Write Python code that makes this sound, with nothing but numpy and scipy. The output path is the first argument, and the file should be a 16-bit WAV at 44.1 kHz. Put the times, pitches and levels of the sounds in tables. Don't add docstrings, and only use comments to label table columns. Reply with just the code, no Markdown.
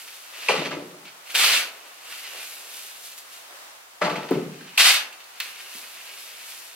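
import sys
import numpy as np
from scipy import signal
from scipy.fft import rfft, irfft, next_fast_len
from scipy.io import wavfile
from scipy.ndimage import uniform_filter1d

SR = 44100
rng = np.random.default_rng(int(sys.argv[2]) if len(sys.argv) > 2 else 0)


def log_audio(samples):
    frames = np.atleast_2d(samples).T
    limited = np.clip(frames, -1, 1)
    pcm = np.round(limited * 32767).astype(np.int16)
    wavfile.write(sys.argv[1], SR, pcm)


def magnitude_from_level(level_db):
    exponent = np.asarray(level_db, float) / 20
    return 10 ** exponent


N = 297656
T = np.arange(N) / SR
FFT_SIZE = next_fast_len(N + SR)
FFT_HZ = np.fft.rfftfreq(FFT_SIZE, 1 / SR)
TINES, FLAKES, BEDDING = range(3)
RIM, WALLS, BOTTOM = 1, 2, 3

# (frequency [Hz], density [dB/Hz])
HUSH_COLOUR = [(18, -72), (30, -52), (245, -21), (328, -16.5), (461, -13), (499, -10), (721, -6),
               (801, -6.5), (1250, -6), (2060, -9), (5450, -14), (16000, -21)]
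# (frequency [Hz], T60 [s])
STALL_T60 = [(150, 0.88), (600, 0.64), (2500, 0.32), (8000, 0.21)]
# (frequency [Hz], phase [rad])
PORT_PHASE = [(100, -0.54), (1000, 0.98), (3300, -0.65), (5700, -1.57), (7200, -1.48), (9400, -0.079),
              (16000, 1.3)]
# (frequency [Hz], density [dB/Hz])
PATTER_COLOUR = [(1500, -23.5), (3500, -0.5), (6000, -2.5), (9000, -3.5), (13000, -3.5), (16000, -11)]
# (frequency [Hz], density [dB/Hz])
BED_COLOUR = [(120, -31), (250, -4.5), (500, 7), (900, 5), (1500, 2.5), (2500, -21)]
# (frequency [Hz], density [dB/Hz])
RASP_COLOUR = [(400, -28), (700, -9.5), (1200, -4), (1900, -3), (2600, 0), (3300, 0), (4400, -0.5),
               (5200, -6.5), (7000, -10.5), (10000, -13), (14000, -45), (16000, -28)]
# (frequency [Hz], density [dB/Hz])
RATTLE_COLOUR = [(530, -52), (900, -14), (1300, -7), (1650, -5), (2150, -2), (2650, 2), (3100, -2),
                 (3500, -9), (3900, -11.5), (4450, -2), (4950, -10), (6500, -14), (9000, -25.5),
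                 (12000, -47)]
# (frequency [Hz], width [Hz], level [dB])
TINE_HUM = [(2350, 100, -22), (2680, 87, -2.5), (3670, 160, 4.5), (4366, 97, 17)]
# (frequency [Hz], width [Hz], level [dB])
TINE_MODES = [(1810, 30, 2), (2203, 235, 8), (2408, 23, 2), (2616, 170, 13), (2700, 120, 10.5),
              (2817, 30, -9), (3164, 270, 6.5), (3670, 65, -3.5), (3860, 71, 0), (4600, 33, -8),
              (4340, 270, 4.5), (5140, 79, -11)]
# (frequency [Hz], width [Hz], level [dB])
RIM_MODES = [(567.5, 42, 2.5), (619, 43, 1.5), (702, 49, -2.5), (796, 91, -5), (874, 30, 0.5),
             (980, 26, -1), (1172, 115, -6), (1335, 76, -5), (1550, 99, -11), (1684, 130, -13.5),
             (1993, 250, -10)]
# (frequency [Hz], width [Hz], level [dB])
WALL_MODES = [(287.5, 18, 5.5), (361, 18.5, 8), (392, 17, 3), (433, 27, 7), (506, 34, 3.5)]
# (frequency [Hz], width [Hz], level [dB])
BOTTOM_MODES = [(97, 25, -6.5), (151, 6.7, 3.5), (186, 14.6, 0), (214, 21, -6.5), (250, 13, -3.5)]

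# (time [s], hold [s], tines [dB], flakes [dB], bedding [dB])
DIGS = [
    (1.35, 0.2, -19, -28.5, -33),
    (4.777, 0.12, -14, -25.5, -35.5),
]
# (end [s], rise per 10 dB [s], tines [dB], flakes [dB], bedding [dB])
SWINGS = [
    (0.477, 0.06, -31.5, -46, -40.5),
    (1.344, -0.02, -26.5, -28.5, -47),
    (4.77, 0.25, -43, -63, -63),
    (5.398, 0.2, -52, -62, -61),
]
SHAKES = [(0., 0.11, -43.5, -45), (.12, 0.56, -48.5, -49), (.39, 0.17, -36, -47.5),
          (1.08, 0.03, -40.5, -66), (1.311, 0.1, -36, -43.5), (1.78, 1.2, -49, -56.5),
          (1.95, -0.8, -64, -53), (2.118, 0.2, -38.5, -43.5), (2.254, 0.22, -39.5, -49.5),
          (2.352, 0.2, -38, -61), (2.43, 0.36, -46, -41.5), (2.768, 0.29, -42.5, -41.5),
          (3.05, 0.13, -49.5, -44.5), (3.18, 0.02, -41, -39), (3.328, 0.12, -45.5, -48),
          (3.54, -0.6, -50, -57), (3.86, -0.5, -65, -74), (5.22, 1.8, -54, -67.5), (5.44, 0.12, -36, -44),
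          (5.61, 0.17, -40, -48.5), (5.76, 0.26, -42.5, -43.5), (5.95, 0.3, -45, -52),
          (6.064, 0.17, -44.5, -50), (6.2, 0.2, -45.5, -44.5), (6.38, 0.6, -45, -50),
          (6.5, 0.24, -45.5, -43), (6.75, -0.1, -41, -39)]
# (time [s], tines [dB], flakes [dB])
JOLTS = [
    (0.079, -36, -50),
    (1.054, -37.5, -58),
    (3.756, -48, -64),
    (4.61, -43, -61),
    (5.127, -37.5, -49),
    (5.204, -39, -58),
    (5.402, -25.5, -51),
    (6.064, -42, -49.5),
]
# (time [s], bedding [dB])
CLUMPS = [(.05, -50), (1.15, -52), (1.85, -47.5), (2.35, -41), (2.48, -47.5), (2.62, -45), (2.85, -52),
          (3.38, -55), (3.51, -47.5), (3.84, -60), (5.78, -47.5), (6.1, -49), (6.3, -58)]
# (time [s], tines [dB], rim [dB], walls [dB], bottom [dB])
LUMPS = [(0.485, -21, -16.5, -31.5, -30.5), (0.558, -30, -30, -36, -30.5), (0.593, -30, -33, -30.5, -42),
         (.65, -33, -31, -29, -32), (0.71, -34.5, -28, -27.5, -34.5), (0.766, -46, -37, -28.5, -33),
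         (.823, -53, -50, -39, -39.5), (.91, -58, -45, -45, -48), (1.003, -65.5, -51, -49, -52),
         (4.017, -27.5, -15.5, -25.5, -27.5), (4.049, -30.5, -18, -25.5, -32),
         (4.099, -30.5, -31, -27, -31), (4.159, -35, -30, -30.5, -30.5), (4.23, -39.5, -35, -38, -40),
         (4.287, -39, -35.5, -43, -52), (4.311, -34, -27, -23.5, -23.5), (4.347, -54, -45, -34, -24),
         (4.373, -57, -48, -26, -44), (4.45, -53.5, -54, -47, -34), (4.6, -52, -58, -59, -44)]
# (tines [s], rim [s], walls [s], bottom [s])
ROLL_S = (0.057, 0.057, 0.043, 0.043)
# (time [s], peak [dB], centre [Hz], crack [dB])
TINE_KNOCKS = [(0.4858, 3, 2520, -37), (0.5174, -14, 2820, -29), (0.5801, -13.5, 2350, -28),
               (1.049, -35, 2650, -19), (1.2605, -33, 2680, -16), (1.297, -38, 2600, -17),
               (1.3498, -3, 3170, -34.5), (1.4581, -9, 2700, -26), (1.5638, -6.5, 2670, -33),
               (2.3486, -33, 2680, -18), (2.7594, -46, 2660, -29), (4.1554, -17, 2090, -31.5),
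               (4.4124, -33, 2670, -21), (4.777, 0.5, 2560, -12), (4.8124, -2, 2860, -36),
               (4.9064, -16, 2700, -19), (5.1233, -27.5, 2670, -19.5), (5.2041, -27.5, 3260, -8),
               (5.2404, -33, 4280, -5.5), (5.4016, -12.5, 3700, -1.5), (5.404, -20, 4500, -20),
               (5.5544, -42, 2880, -15), (5.9942, -43, 2600, -2), (6.1144, -29, 2830, -6)]
# (time [s], peak [dB], centre [Hz], crack [dB])
THUDS = [
    (0.494, -6, 543, -35),
    (0.51, -32, 436, -35),
    (0.537, -10.5, 506, -35),
    (4.013, -8.5, 603, -35),
    (4.309, -2.5, 322, -19.5),
    (4.369, -10, 361, -33),
    (4.422, -18.5, 250, -41),
    (5.748, -38.5, 300, -35),
]
# (time [s], peak [dB], centre [Hz], crack [dB])
RAPS = [
    (0.49, -5.5, 1050, -35),
    (0.6624, -21.5, 1380, -17),
    (0.7123, -20.5, 1340, -23),
    (4.0158, -4, 1250, -38),
    (4.02, -8.5, 1960, -38),
    (4.0941, -15, 1150, -36),
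    (4.3091, -14, 810, -25),
    (4.6079, -30, 1700, -20),
]

DIG_RISE_S, DIG_FALL_S, DIG_KNEE_S = 0.0014, 0.044, 0.04
BED_RISE_S, BED_FALL_S = 0.013, 0.1
PUSH_DELAY_S, PUSH_DB, PUSH_RISE_S, PUSH_FALL_S = 0.098, -0.5, 0.038, 0.037
SWING_STOP_S = 0.005
SHAKE_RISE_SHARE, SHAKE_BED_DB = 0.4, -11
JOLT_RISE_S, JOLT_FALL_S = 0.0016, 0.016
CLUMP_RISE_S, CLUMP_FALL_S = 0.03, 0.093
LUMP_RISE_S, LUMP_DUST_DB = 0.0028, -22.5
FLAKES_FLOOR_DB = -62


def unit(x):
    return x / np.sqrt(np.mean(x ** 2))


def through(x, response):
    return signal.fftconvolve(x, response)[:N]


def colour(points, size=1024):
    hz, db = np.transpose(points)
    log_hz = np.log(np.maximum(np.fft.rfftfreq(size, 1 / SR), 1))
    spectrum_db = np.interp(log_hz, np.log(hz), db, right=db[-1] - 24)
    cepstrum = irfft(np.log(magnitude_from_level(spectrum_db)))
    cepstrum[1:size // 2] *= 2
    cepstrum[size // 2 + 1:] = 0
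    response = irfft(np.exp(rfft(cepstrum)))
    return response / np.linalg.norm(response)


def rings(modes, widen, size=16384):
    t = np.arange(size) / SR
    body = np.zeros(size)
    for k, (hz, width_hz, db) in enumerate(modes):
        fade = np.exp(-np.pi * width_hz * widen * t)
        body += (-1) ** k * magnitude_from_level(db) * width_hz * fade * np.sin(2 * np.pi * hz * t)
    return body / np.linalg.norm(body)


def grains(per_s, spread_db, smooth):
    hit = rng.random(N) < per_s / SR
    size = magnitude_from_level(spread_db * np.minimum(rng.exponential(size=N), 3)) * rng.standard_normal(N)
    return unit(unit(hit * size) + smooth * rng.standard_normal(N))


def flutter(per_s, depth_db):
    span = SR // per_s
    steps = np.repeat(rng.standard_normal(N // span + 1), span)[:N]
    return magnitude_from_level(depth_db * uniform_filter1d(steps, span))


def swell(start, db, rise_s, fall_s, hold_s=0, knee_s=0):
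    coarse_t = T[::32]
    since = coarse_t[:, None] - start
    after = np.maximum(since - hold_s, 0)
    climb = -since / np.maximum(rise_s, 1e-4)
    drop = after ** 2 / (after + abs(knee_s) + 1e-9) / np.maximum(fall_s, 1e-4)
    gain = magnitude_from_level(db - 10 * np.maximum(climb, drop))
    return np.interp(T, coarse_t, np.sqrt((gain ** 2).sum(axis=1)))


def handling(part):
    dig, swing, shake, jolt, lump, clump = map(np.transpose, (DIGS, SWINGS, SHAKES, JOLTS, LUMPS, CLUMPS))
    rise_s, fall_s = (BED_RISE_S, BED_FALL_S) if part == BEDDING else (DIG_RISE_S, DIG_FALL_S)
    dig_db = dig[2 + part]
    shake_db = (shake[2], shake[3], shake[2] + SHAKE_BED_DB)[part]
    moves = [swell(dig[0], dig_db, rise_s, fall_s, dig[1], DIG_KNEE_S),
             swell(dig[0] + PUSH_DELAY_S, dig_db + PUSH_DB, PUSH_RISE_S, PUSH_FALL_S),
             swell(swing[0], swing[2 + part], swing[1], SWING_STOP_S),
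             swell(shake[0], shake_db, SHAKE_RISE_SHARE * shake[1], shake[1])]
    if part == BEDDING:
        moves.append(swell(clump[0], clump[1], CLUMP_RISE_S, CLUMP_FALL_S))
    else:
        moves.append(swell(lump[0], lump[1] + part * LUMP_DUST_DB, LUMP_RISE_S, ROLL_S[0]))
        moves.append(swell(jolt[0], jolt[1 + part], JOLT_RISE_S, JOLT_FALL_S))
    if part == FLAKES:
        moves.append(magnitude_from_level(FLAKES_FLOOR_DB))
    return np.sqrt(sum(move ** 2 for move in moves))


def rolling(part):
    lump = np.transpose(LUMPS)
    return swell(lump[0], lump[1 + part], LUMP_RISE_S, ROLL_S[part])


def knocks(events, contact_cycles, t60_s, spread, size=4096):
    t = np.arange(size) / SR
    out = np.zeros(N + size)
    modes_hz = np.transpose(BOTTOM_MODES + WALL_MODES + RIM_MODES + TINE_MODES)[0][:, None]
    spot_db = 2.5
    for start_s, peak_db, centre_hz, crack_db in events:
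        detune, spot = rng.standard_normal((2, len(modes_hz), 1))
        near = np.exp(-0.5 * (np.log(modes_hz / centre_hz) / spread) ** 2)
        share = np.sign(spot) * magnitude_from_level(spot_db * spot) * near
        fade = np.exp(-np.log(1000) * t / t60_s * (modes_hz / centre_hz) ** 0.43)
        tone = np.sin(2 * np.pi * modes_hz * (1 + 0.013 * detune) * t)
        ring = (share * fade * tone).sum(axis=0)
        ring *= 1 - np.exp(-t * centre_hz / contact_cycles)
        hiss = np.diff(rng.standard_normal(size), 2, prepend=[0, 0]) / 2
        crack = magnitude_from_level(crack_db) * hiss * np.exp(-t / 0.0021)
        first = int(start_s * SR)
        out[first:first + size] += magnitude_from_level(peak_db - 5.5) * (ring / np.abs(ring).max() + crack)
    return out[:N]


def ports(mid, side, side_hz):
    side = signal.lfilter(*signal.butter(1, side_hz, "high", fs=SR), side)
    return np.array([mid + side, mid - side])


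def late(x):
    hz, phase_rad = np.transpose(PORT_PHASE)
    turn = np.exp(1j * np.interp(np.log(FFT_HZ + 1), np.log(hz), phase_rad))
    return irfft(rfft(x, FFT_SIZE) * turn, FFT_SIZE)[:N]


def hush():
    mid, side = (through(rng.standard_normal(N), colour(HUSH_COLOUR, size=4096)) for _ in range(2))
    return magnitude_from_level(-50.5) * ports(mid, 1.16 * side, side_hz=250) * flutter(per_s=4, depth_db=-1.3)


def stall(dry, size=4096):
    t = np.arange(4 * size) / SR
    hz, t60_s = np.transpose(STALL_T60)
    low_hz = 60 * 2. ** np.arange(8)
    bands = []
    for low in low_hz:
        octave = signal.butter(2, [low, 2 * low], "band", fs=SR, output="sos")
        bands.append(signal.sosfilt(octave, rng.standard_normal(SR * 2)))
    bands = np.array(bands)
    band_t60_s = np.interp(np.log(low_hz * 1.4), np.log(hz), t60_s)
    fade = np.exp(-np.log(1000) * t / band_t60_s[:, None])
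    tilt_db = 1.5 * np.arange(8)
    fade *= magnitude_from_level(tilt_db)[:, None] * (1 - np.exp(-t / 0.0047))
    out = np.zeros((2, N + 8 * size))
    window = signal.get_window("hann", size)
    padded = np.pad(dry, size)
    for start in range(0, N + size, size // 2):
        moment = padded[start:start + size] * window
        for port, pick in enumerate(rng.integers(0, SR, 2)):
            echo = (bands[:, pick:pick + len(t)] * fade).sum(axis=0)
            part = signal.fftconvolve(moment, echo / np.linalg.norm(echo))
            out[port, start:start + len(part)] += part
    return ports(*out[:, size:size + N], side_hz=1460)


def flakes():
    fall = grains(per_s=4000, spread_db=4.0, smooth=1.0) * flutter(per_s=25, depth_db=0.74)
    return through(fall * handling(FLAKES), colour(PATTER_COLOUR))


def shavings():
    bed = grains(per_s=500, spread_db=-2.5, smooth=1.0) * flutter(per_s=18, depth_db=0.5)
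    return magnitude_from_level(-4.5) * through(bed * handling(BEDDING), colour(BED_COLOUR))


def barrow():
    lumps = grains(per_s=400, spread_db=4.0, smooth=1.0)
    rim = through(lumps * rolling(RIM), rings(RIM_MODES, widen=1))
    walls = through(lumps * rolling(WALLS), rings(WALL_MODES, widen=1.26))
    bottom = through(lumps * rolling(BOTTOM), rings(BOTTOM_MODES, widen=1.15))
    thuds = knocks(THUDS, contact_cycles=1.0, t60_s=0.094, spread=0.27)
    raps = knocks(RAPS, contact_cycles=2.7, t60_s=0.05, spread=0.2)
    return magnitude_from_level(-2) * (rim + walls + bottom) + thuds + raps


def tine_knocks():
    return knocks(TINE_KNOCKS, contact_cycles=2.5, t60_s=0.034, spread=0.16)


def fork():
    force = handling(TINES)
    drag_db = -26.5
    drag = force ** 2 / (force ** 2 + magnitude_from_level(2 * drag_db))
    rub = grains(per_s=4000, spread_db=1.5, smooth=0.76) * flutter(per_s=60, depth_db=2.5) * force
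    rasp = through(rub * np.sqrt(drag), colour(RASP_COLOUR))
    hum = magnitude_from_level(-8) * rings(TINE_HUM, widen=0.99, size=4096)
    head = colour(RATTLE_COLOUR, size=4096) + hum
    rattle = through(rub * np.sqrt(1 - drag), head)
    return magnitude_from_level(-1.0) * rasp + magnitude_from_level(-2.0) * rattle


def scene():
    work = fork() + shavings() + magnitude_from_level(2.5) * flakes() + tine_knocks()
    tub = barrow()
    broad_head = ports(0, fork(), side_hz=3500)[0]
    wide = magnitude_from_level(-3.5) * flakes() + magnitude_from_level(-3.0) * broad_head
    pan_db = 2.5
    left = work + magnitude_from_level(pan_db / 2) * tub
    right = work + magnitude_from_level(-pan_db / 2) * tub
    direct = magnitude_from_level(-2.5) * np.array([late(left) + wide, right - wide])
    return direct + magnitude_from_level(-9) * stall(work + tub) + hush()


def roll_off(x):
    return signal.sosfilt(signal.butter(12, 17020, fs=SR, output="sos"), x)


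def record(dry):
    rounded = np.tanh(0.8 * dry) / 0.78
    thin = signal.sosfilt(signal.butter(5, 138, "high", fs=SR, output="sos"), rounded)
    thin = signal.sosfilt(signal.ellip(8, 0.3, 60, 15800, fs=SR, output="sos"), thin)
    self_noise = signal.lfilter(*signal.butter(1, [40, 120], "band", fs=SR), rng.standard_normal(dry.shape))
    return roll_off(thin + magnitude_from_level(-58.0) * self_noise)


dry = scene()
out = record(dry)
log_audio(out)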